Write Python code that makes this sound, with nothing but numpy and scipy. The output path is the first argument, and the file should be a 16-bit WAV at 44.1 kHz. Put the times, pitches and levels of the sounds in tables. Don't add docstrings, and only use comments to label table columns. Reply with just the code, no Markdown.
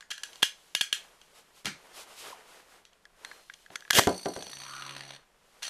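import sys
import numpy as np
from scipy import signal
from scipy.fft import rfft, irfft, next_fast_len
from scipy.io import wavfile
from scipy.ndimage import uniform_filter1d

SR = 44100
rng = np.random.default_rng(int(sys.argv[2]) if len(sys.argv) > 2 else 0)


def wrap_up_sound(samples):
    columns = np.atleast_2d(samples).T
    tamed = np.clip(columns, -1, 1)
    steps = np.round(tamed * 32767).astype(np.int16)
    wavfile.write(sys.argv[1], SR, steps)


N = 251101
T = np.arange(N) / SR

# t/s, relative peak level/dB, contact cutoff f/Hz, click level/dB
BOARD_BLOWS = [(3.702, -49.5, 680, -91), (3.983, -23, 1500, -36), (4.071, -12, 1110, -31),
               (4.257, -22.5, 700, -48), (4.362, -33.5, 700, -47), (4.423, -44, 910, -42),
               (4.466, -46.5, 900, -46)]


def from_db(db):
    return 10 ** (np.asarray(db) / 20)


def rms_one(x):
    return x / np.sqrt(np.mean(x ** 2) + 1e-20)


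def peak_one(x, size=176):
    return x / np.sqrt(uniform_filter1d(x ** 2, size).max() + 1e-20)


def in_time(rows):
    s, *columns = np.transpose(rows)
    return [np.interp(T, s, c) for c in columns]


def at_hz(points, hz):
    f, value = np.transpose(points)
    return np.interp(np.log(np.maximum(hz, 1)), np.log(f), value)


def add(out, s, sound):
    i = max(round(s * SR), 0)
    out[i:i + len(sound)] += sound[:max(N - i, 0)]


def lowpass(x, hz, order=2):
    return signal.sosfilt(signal.butter(order, min(hz, .45 * SR), fs=SR, output="sos"), x)


def coloured(x, spectrum):
    size = next_fast_len(N + 4096)
    gain = from_db(at_hz(spectrum, np.fft.rfftfreq(size, 1 / SR)))
    return rms_one(irfft(rfft(x, size) * gain, size)[:N])


def resonate(x, hz, width_hz, db=0):
    r = np.exp(-np.pi * width_hz / SR)
    poles = [1, -2 * r * np.cos(2 * np.pi * hz / SR), r * r]
    return from_db(db) * (1 - r * r) / 2 * signal.lfilter([1, 0, -1], poles, x)


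def modal_response(force, modes):
    return peak_one(sum(from_db(db) * peak_one(resonate(force, hz, width)) for hz, width, db in modes))


def grit(n, spread_db):
    return rng.standard_normal(n) * from_db(spread_db * np.clip(rng.standard_normal(n), -2, 2))


def drift(hz):
    return rms_one(lowpass(rng.standard_normal(N), hz))


def swell(middle_s, half_s):
    return np.exp(-np.abs((T - middle_s) / half_s) ** 2.5)


def strokes(per_s, decay, uneven_db, at_s=0.):
    turns = np.cumsum(per_s) / SR
    turns += (-np.interp(at_s, T, turns)) % 1
    strength = from_db(uneven_db * np.clip(rng.standard_normal(N), -1.7, 1.7))
    age = turns % 1 / decay
    return strength[turns.astype(int)] * age * np.exp(-age)


def gliding(hz, width_hz):
    roughness = lowpass(rng.standard_normal(N) + 1j * rng.standard_normal(N), width_hz)
    return rms_one(np.real(roughness * np.exp(2j * np.pi * np.cumsum(hz) / SR)))


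def background(level_db=-70):
    # f/Hz, relative level/dB
    spectrum = [(25, 11.5), (50, -1.5), (110, -7.5), (180, -0.5), (280, -11), (650, -13), (1300, -19.5),
                (2000, -23), (6000, -31.5), (14000, -31.5)]
    return from_db(level_db) * coloured(rng.standard_normal(N), spectrum)


def contacts():
    # t/s, level/dB, relative knock level/dB, length/ms
    snaps = [(0.112, -32.5, -57, 3.7), (0.4224, -31, -53.5, 5.8), (0.4289, -17, -17, 1.45),
             (0.431, -17, -32.5, 1.5), (0.7502, -20, -34, 2.13), (0.8106, -19, -35, 2.87),
             (0.9276, -19.5, -36.5, 2.2), (3.931, -25, -65.5, 2.5), (3.951, -20, -32, 3.4)]
    # t/s, relative level/dB, hardness/dB, length/ms
    taps = [(0.008, -45, -0.5, 1.6), (0.024, -47.5, -23, 2), (0.104, -36, 7, 6.8), (0.1193, -36, -25, 1.8),
            (0.179, -42, 2, 2.5), (0.2345, -32, 5.5, 2.2), (0.331, -48, 16, 3), (0.357, -46, 12, 2.2),
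            (1.215, -51, 15, 2), (1.656, -29, 18, 2.4), (2.853, -48.5, 17, 0.72), (2.932, -58, 18, 1.5),
            (3.0544, -46.5, -10.5, 0.95), (3.2488, -33, -7, 1.8), (3.314, -40, -18, 3),
            (3.4986, -37, -47, 1.9), (3.537, -45.5, 22, 3.7), (3.662, -47.5, -10, 1.7),
            (3.7566, -29.5, -7.5, 2.8), (3.807, -45.5, 18, 1.2), (3.905, -20.5, -14.5, 0.48),
            (3.9081, -14, -2, 0.97), (4.036, -29, 17, 1.6), (5.628, -33, 16, 4.2)]
    # t/s, relative knock level/dB, length/ms
    jolts = [(3.987, -10.5, 1.7), (3.994, -8, 1.3)]
    # t/s, relative level/dB
    room_share = [(0.9, -4.5), (2.85, -2), (3.05, -14.5), (3.89, -13.5), (3.95, -2), (5.6, 1)]
    room_curve = np.transpose(room_share)
    for s, db, knock, ms in snaps:
        yield s, db - 10, db, db - 5.5, knock, ms, np.interp(s, *room_curve)
    slow_teeth = [(3.823 + k * 0.028, -46, -20, 1.4) for k in range(3)]
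    for s, db, hardness, ms in taps + slow_teeth:
        shell, edge = db - max(hardness, 0), db + min(hardness, 0)
        knock = 1.5 * shell - 6.5
        yield s, shell, edge - 2.5, edge, knock, ms, np.interp(s, *room_curve)
    for s, knock, ms in jolts:
        ring = knock - 20
        yield s, ring, ring, ring, knock, ms, -19
    for s, blow_db, _, click in BOARD_BLOWS:
        yield s + 0.001, click - 9.5, click, click, 0.5 * blow_db - 20, 2.2, -6


def plastic_click(shell_db, catch_db, crack_db, knock_db, length_ms, size=2600):
    # f/Hz, bandwidth/Hz, relative level/dB
    shell_modes = [(1669, 100, 6), (1925, 110, -5)]
    catch_modes = [(2470, 270, -10), (2975, 370, -2.5), (3238, 160, 2.5)]
    crack_modes = [(4050, 1100, 5), (5240, 510, -7), (6025, 460, 3), (7150, 210, -7), (9230, 2500, -1),
                   (12600, 3600, -16)]
    knock_modes = [(80, 260, 1), (640, 420, 1), (960, 730, -1.5)]
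    age = T[:size] * 1000 / length_ms
    flurry = grit(size, spread_db=7) * age * np.exp(-age ** 1.49)
    groups = [(shell_db - 1, shell_modes), (catch_db, catch_modes),
              (crack_db - 2, crack_modes), (knock_db - 1, knock_modes)]
    ringing = sum(from_db(db) * modal_response(flurry, modes) for db, modes in groups)
    return lowpass(ringing, 17000 * from_db(0.14 * crack_db))


def clicks(lead_s=0.0009, stretch=2.58):
    direct, feed = np.zeros(N), np.zeros(N)
    for s, shell, catch, crack, knock, ms, room_db in contacts():
        add(direct, s - lead_s, plastic_click(shell, catch, crack, knock, ms))
        long_burst = plastic_click(shell - 5, catch - 3.5, crack, knock - 12, ms * stretch)
        add(feed, s - lead_s, from_db(room_db - 4) * long_burst)
    return direct, feed


def rustle(still_rub_db=-70, still_swish_db=-73):
    # middle t/s, half length/s, rub level/dB, swish level/dB
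    slides = [(0.335, 0.11, -61.5, -59), (0.645, 0.11, -69, -63), (1.032, 0.07, -61.5, -63),
              (1.253, 0.31, -67, -66.5), (1.38, 0.029, -60.5, -58), (1.584, 0.031, -65.5, -59),
              (1.95, 0.18, -58.5, -61.5), (1.991, 0.037, -51.5, -47), (2.13, 0.05, -55.5, -55.5),
              (2.203, 0.027, -86, -46.5), (2.272, 0.047, -48, -47.5), (2.381, 0.051, -54.5, -60.5),
              (2.541, 0.077, -55.5, -58), (2.734, 0.06, -59, -61.5), (3.302, 0.091, -57, -59),
              (3.45, 0.15, -74, -65), (3.62, 0.055, -92, -65.5), (3.735, 0.02, -54.5, -60),
              (3.833, 0.11, -67, -63.5), (5.175, 0.048, -64.5, -81), (5.68, 0.19, -65.5, -64.5)]
    # f/Hz, relative level/dB
    rub_spectrum = [(100, -20.5), (250, -10), (450, 0), (700, -1.5), (1100, -2), (1700, -4.5), (3000, -11),
                    (6000, -44.5)]
    swish_spectrum = [(700, -16), (1600, -6.5), (3000, 2.5), (5000, -0.5), (8000, -2.5), (11000, -5),
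                      (14000, -11.5)]
    rub_power, swish_power = from_db(still_rub_db) ** 2, from_db(still_swish_db) ** 2
    for s, half_s, rub_db, swish_db in slides:
        motion = swell(s, half_s)
        rub_power += motion * from_db(rub_db) ** 2
        swish_power += motion * from_db(swish_db) ** 2
    rub = from_db(1.6 * drift(50)) * coloured(grit(N, spread_db=3), rub_spectrum)
    swish = coloured(grit(N, spread_db=2.5), swish_spectrum)
    return np.sqrt(rub_power) * rub + np.sqrt(swish_power) * swish


def object_put_down(thud_t60=0.24):
    # t/s, clack level/dB, thud level/dB, clack T60/s
    touches = [(1.647, -37.5, -45.5, 0.019), (1.656, -28, -47, 0.019), (1.667, -30.5, -48.5, 0.034),
               (1.678, -50, -69, 0.028)]
    # f/Hz, relative level/dB
    spectrum = [(200, -25), (600, 5), (1300, 8), (2700, 1.5), (3900, 4.5), (5000, 1), (9000, -7),
                (14000, -17)]
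    clack_gain, thud_gain = np.zeros(N), np.zeros(N)
    for s, clack_db, thud_db, t60 in touches:
        add(clack_gain, s, from_db(clack_db - 60 * T[:9000] / t60))
        add(thud_gain, s, from_db(thud_db - 60 * T[:22000] / thud_t60))
    thud = rms_one(resonate(lowpass(rng.standard_normal(N), 390), hz=190, width_hz=120))
    return clack_gain * coloured(rng.standard_normal(N), spectrum) + thud_gain * thud


def finger_squeak():
    # t/s, f/Hz, level/dB
    glide = [(2.27, 1256, -56), (2.315, 1333, -54), (2.33, 1040, -38), (2.34, 795, -46), (2.36, 600, -69)]
    hz, db = in_time(glide)
    skidding = (T > glide[0][0]) & (T < glide[-1][0])
    return from_db(db) * skidding * gliding(hz, width_hz=25)


def ring_pings():
    # t/s, f/Hz, level/dB, T60/s
    tones = [(3.252, 4200, -54.5, 1), (3.7575, 6320, -46.5, 0.078), (3.823, 5900, -62.5, .2)]
    out = np.zeros(N)
    for s, hz, db, t60 in tones:
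        add(out, s, from_db(db - 60 * T / t60) * np.sin(2 * np.pi * hz * T))
    return out


def board_impacts(crowd_db=-2, crowd_t60=0.22, size=22000):
    # f/Hz, relative level/dB, T60/s
    modes = [(170, -10, 0.084), (184.9, -10, .3), (246.6, -4.5, 0.024), (291, -11.5, 0.25),
             (394, -4.5, 0.22), (414, -8, 0.055), (428.5, -4.5, 0.13), (510, -12, .15), (545, -8.5, 0.18),
             (620.5, -4.5, 0.21), (683, -4, 0.21), (741, -5.5, 0.16), (773, -10, 0.18), (832, -11, 0.19),
             (930, -14.5, 0.12), (998, -9, 0.19), (1186, -5, .08), (1380, -4, 0.065), (1550, -1, 0.055),
             (1630, -16.5, 0.22), (1970, -19.5, .1), (2140, -10.5, 0.11)]
    # f/Hz, relative level/dB
    crowd_spectrum = [(50, -27), (80, -8), (130, -9.5), (300, 0), (480, 0.5), (750, -5), (1200, -15.5),
                      (2200, -28), (4000, -33.5)]
    out, t = np.zeros(N), T[:size]
    hz, mode_db, t60 = np.array(modes).T[:, :, None]
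    for s, db, cutoff_hz, _ in BOARD_BLOWS:
        strength = from_db(mode_db + 0.62 * rng.standard_normal(hz.shape)) * rng.choice([-1, 1], hz.shape)
        partials = strength * from_db(-60 * t / t60) * np.sin(2 * np.pi * hz * t)
        ringing = peak_one(partials.sum(axis=0), size=440)
        crowd = coloured(rng.standard_normal(N), crowd_spectrum)[:size]
        crowd *= from_db(crowd_db - 60 * t / crowd_t60)
        blow = lowpass(ringing + crowd, cutoff_hz, order=1)
        add(out, s, from_db(db - 5) * peak_one(blow, size=440))
    return out


def rip_cord(pull_s=3.934, release_s=3.994, first_hz=452.7, last_hz=1393, coast_s=0.07):
    # f/Hz, relative level/dB
    spectrum = [(100, -24), (200, -13), (420, -6), (700, -8.5), (1150, -17.5), (1750, -4), (2400, -11.5),
                (3150, -1.5), (3900, -10), (5200, -9.5), (6200, -8.5), (9000, -14), (14000, -16)]
    coasting = np.maximum(T - release_s, 0)
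    teeth_hz = np.interp(T, [pull_s, release_s], [first_hz, last_hz]) * np.exp(-coasting / coast_s)
    drive_db = np.where(T < release_s, -15, -28 - 69 * coasting)
    speed_db = 10.5 * np.log2(teeth_hz / last_hz)
    meshing = grit(N, spread_db=3.5) * strokes(np.maximum(teeth_hz, first_hz), decay=0.13, uneven_db=0)
    return from_db(drive_db + speed_db) * (T > pull_s) * coloured(meshing, spectrum)


def ring_rattle(shake, stagger_db=0.5, waver_hz=45):
    # f/Hz, bandwidth/Hz, relative level/dB
    modes = [(4423, 100, 5), (5920, 41.4, 5.5), (6350, 47, -4), (8560, 250, -5), (10760, 710, -12),
             (13550, 700, -24.5)]
    ring = np.zeros(N)
    for mode in modes:
        force = grit(N, spread_db=3) * (shake + 0.045)
        ring += resonate(force, *mode) * from_db(stagger_db * drift(20))
    waver = np.exp(2j * np.pi * np.cumsum(waver_hz * drift(26.3)) / SR)
    analytic = signal.hilbert(ring, next_fast_len(N))[:N]
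    return rms_one(np.real(analytic * waver))


def tip_scrape(pressure, rise_s=0.00082):
    # t/s, peak level/dB
    strikes = [(4.532, -38.5), (4.57, -37), (4.618, -45), (4.909, -40), (4.965, -44), (5.008, -35.5),
               (5.108, -45), (5.652, -45), (5.668, -41)]
    # f/Hz, relative level/dB
    spectrum = [(150, -16), (250, -6), (450, -18.5), (600, -6.5), (1150, -2), (1600, -0.5), (2700, -0.5),
                (4400, 0.5), (5200, -14.5), (6100, -2.5), (7100, -21), (8600, -12), (11000, -21.5),
                (14000, -39)]
    peaks, age = np.zeros(N), T[:900] / rise_s
    for s, db in strikes:
        add(peaks, s - 0.0005, from_db(db) * age * np.exp(1 - age))
    return (pressure + peaks) * coloured(grit(N, spread_db=4), spectrum)


def tip_roll(shake, sweep):
    return from_db(-63 + 16 * sweep) * gliding(716 + 630 * sweep, width_hz=180) * rms_one(shake + 0.49)


def running_top(sweep_s=4.74, touch_s=4.9495, attack_s=0.0095, release_db_per_s=400):
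    # t/s, f/Hz
    wobble = [(4.1, 56.5), (4.59, 56), (4.68, 69.5)]
    # start t/s, end t/s, starting rattle level/dB, starting scrape level/dB
    runs = [(4.078, 5.146, -44, -56.5), (5.616, 5.75, -46, -47)]
    wobble_hz = in_time(wobble)[0] * (1 + 0.04 * drift(28.6))
    sweep = swell(sweep_s, half_s=np.where(T < sweep_s, 0.11, 0.23))
    running, ring_gain, scrape_gain = np.zeros((3, N))
    for start, end, ring_db, scrape_db in runs:
        age = np.clip(T - start, 0, end - start)
        gate = np.minimum(age / attack_s, 1) * from_db(-release_db_per_s * np.maximum(T - end, 0))
        running += gate
        ring_gain += gate * from_db(ring_db - 15.5 * age + 3.5 * sweep)
        scrape_gain += gate * from_db(scrape_db + 6.5 * age + 5 * sweep)
    shake = strokes(wobble_hz, decay=0.19, uneven_db=2.5, at_s=touch_s)
    dig = strokes(wobble_hz, decay=0.096, uneven_db=5, at_s=touch_s)
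    pressure = scrape_gain * rms_one(dig + 0.09)
    return ring_gain * ring_rattle(shake) + tip_scrape(pressure) + running * tip_roll(shake, sweep)


def spin_hum(spin_hz=68.8):
    # t/s, relative level/dB
    envelope = [(4.45, -73), (4.56, -60.5), (4.78, -59.5), (4.92, -53), (5.15, -58.5), (5.25, -89)]
    # multiple of the spin rate, relative level/dB
    harmonics = [(1, -36), (2, 1), (3, -11.5), (4, -8.5), (5, -8.5), (6, -11.5), (8, -9.5)]
    db, = in_time(envelope)
    turns = np.cumsum(spin_hz * (1 + 0.0046 * drift(5.6))) / SR
    tone = sum(from_db(level) * np.sin(2 * np.pi * (k * turns + rng.random())) for k, level in harmonics)
    humming = (T > envelope[0][0]) & (T < envelope[-1][0])
    return from_db(db - 1) * humming * rms_one(tone)


def room(x, onset_s=0.0012, size=22000):
    # f/Hz, relative level/dB
    spectrum = [(100, -11.5), (500, -23.5), (1000, -4.5), (1700, 6), (3200, 1), (6000, 3), (13000, 2)]
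    # f/Hz, T60/s
    decay_times = [(100, 0.15), (1000, 0.26), (3000, 0.23), (6000, 0.25), (13000, 0.19)]
    t, response = T[:size], np.zeros(size)
    edges = np.geomspace(80, 16000, 12)
    for low, high in zip(edges, edges[1:]):
        hz = np.sqrt(low * high)
        bandpass = signal.butter(2, [low, high], "band", fs=SR, output="sos")
        band = signal.sosfilt(bandpass, rng.standard_normal(size))
        response += band * from_db(at_hz(spectrum, hz) - 60 * t / at_hz(decay_times, hz))
    response *= np.clip(t / onset_s - 0.5, 0, 1)
    return signal.fftconvolve(x, response / np.linalg.norm(response))[:N]


def scene():
    plastic, click_feed = clicks()
    put_down = object_put_down()
    toy = rip_cord() + board_impacts() + running_top() + ring_pings()
    hands = rustle() + finger_squeak()
    reflections = room(click_feed + put_down + from_db(-10.5) * toy)
    return (background() + plastic + put_down + toy + spin_hum() + hands + reflections)[None]


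def record(dry):
    low_cut_hz, high_cut_hz, ceiling = 30, 14100, 0.8
    thin = signal.sosfilt(signal.butter(1, low_cut_hz, "high", fs=SR, output="sos"), dry)
    rounded = ceiling * np.tanh(thin / ceiling)
    return signal.sosfilt(signal.ellip(12, 0.2, 80, high_cut_hz, fs=SR, output="sos"), rounded)


dry = scene()
out = record(dry)
wrap_up_sound(out)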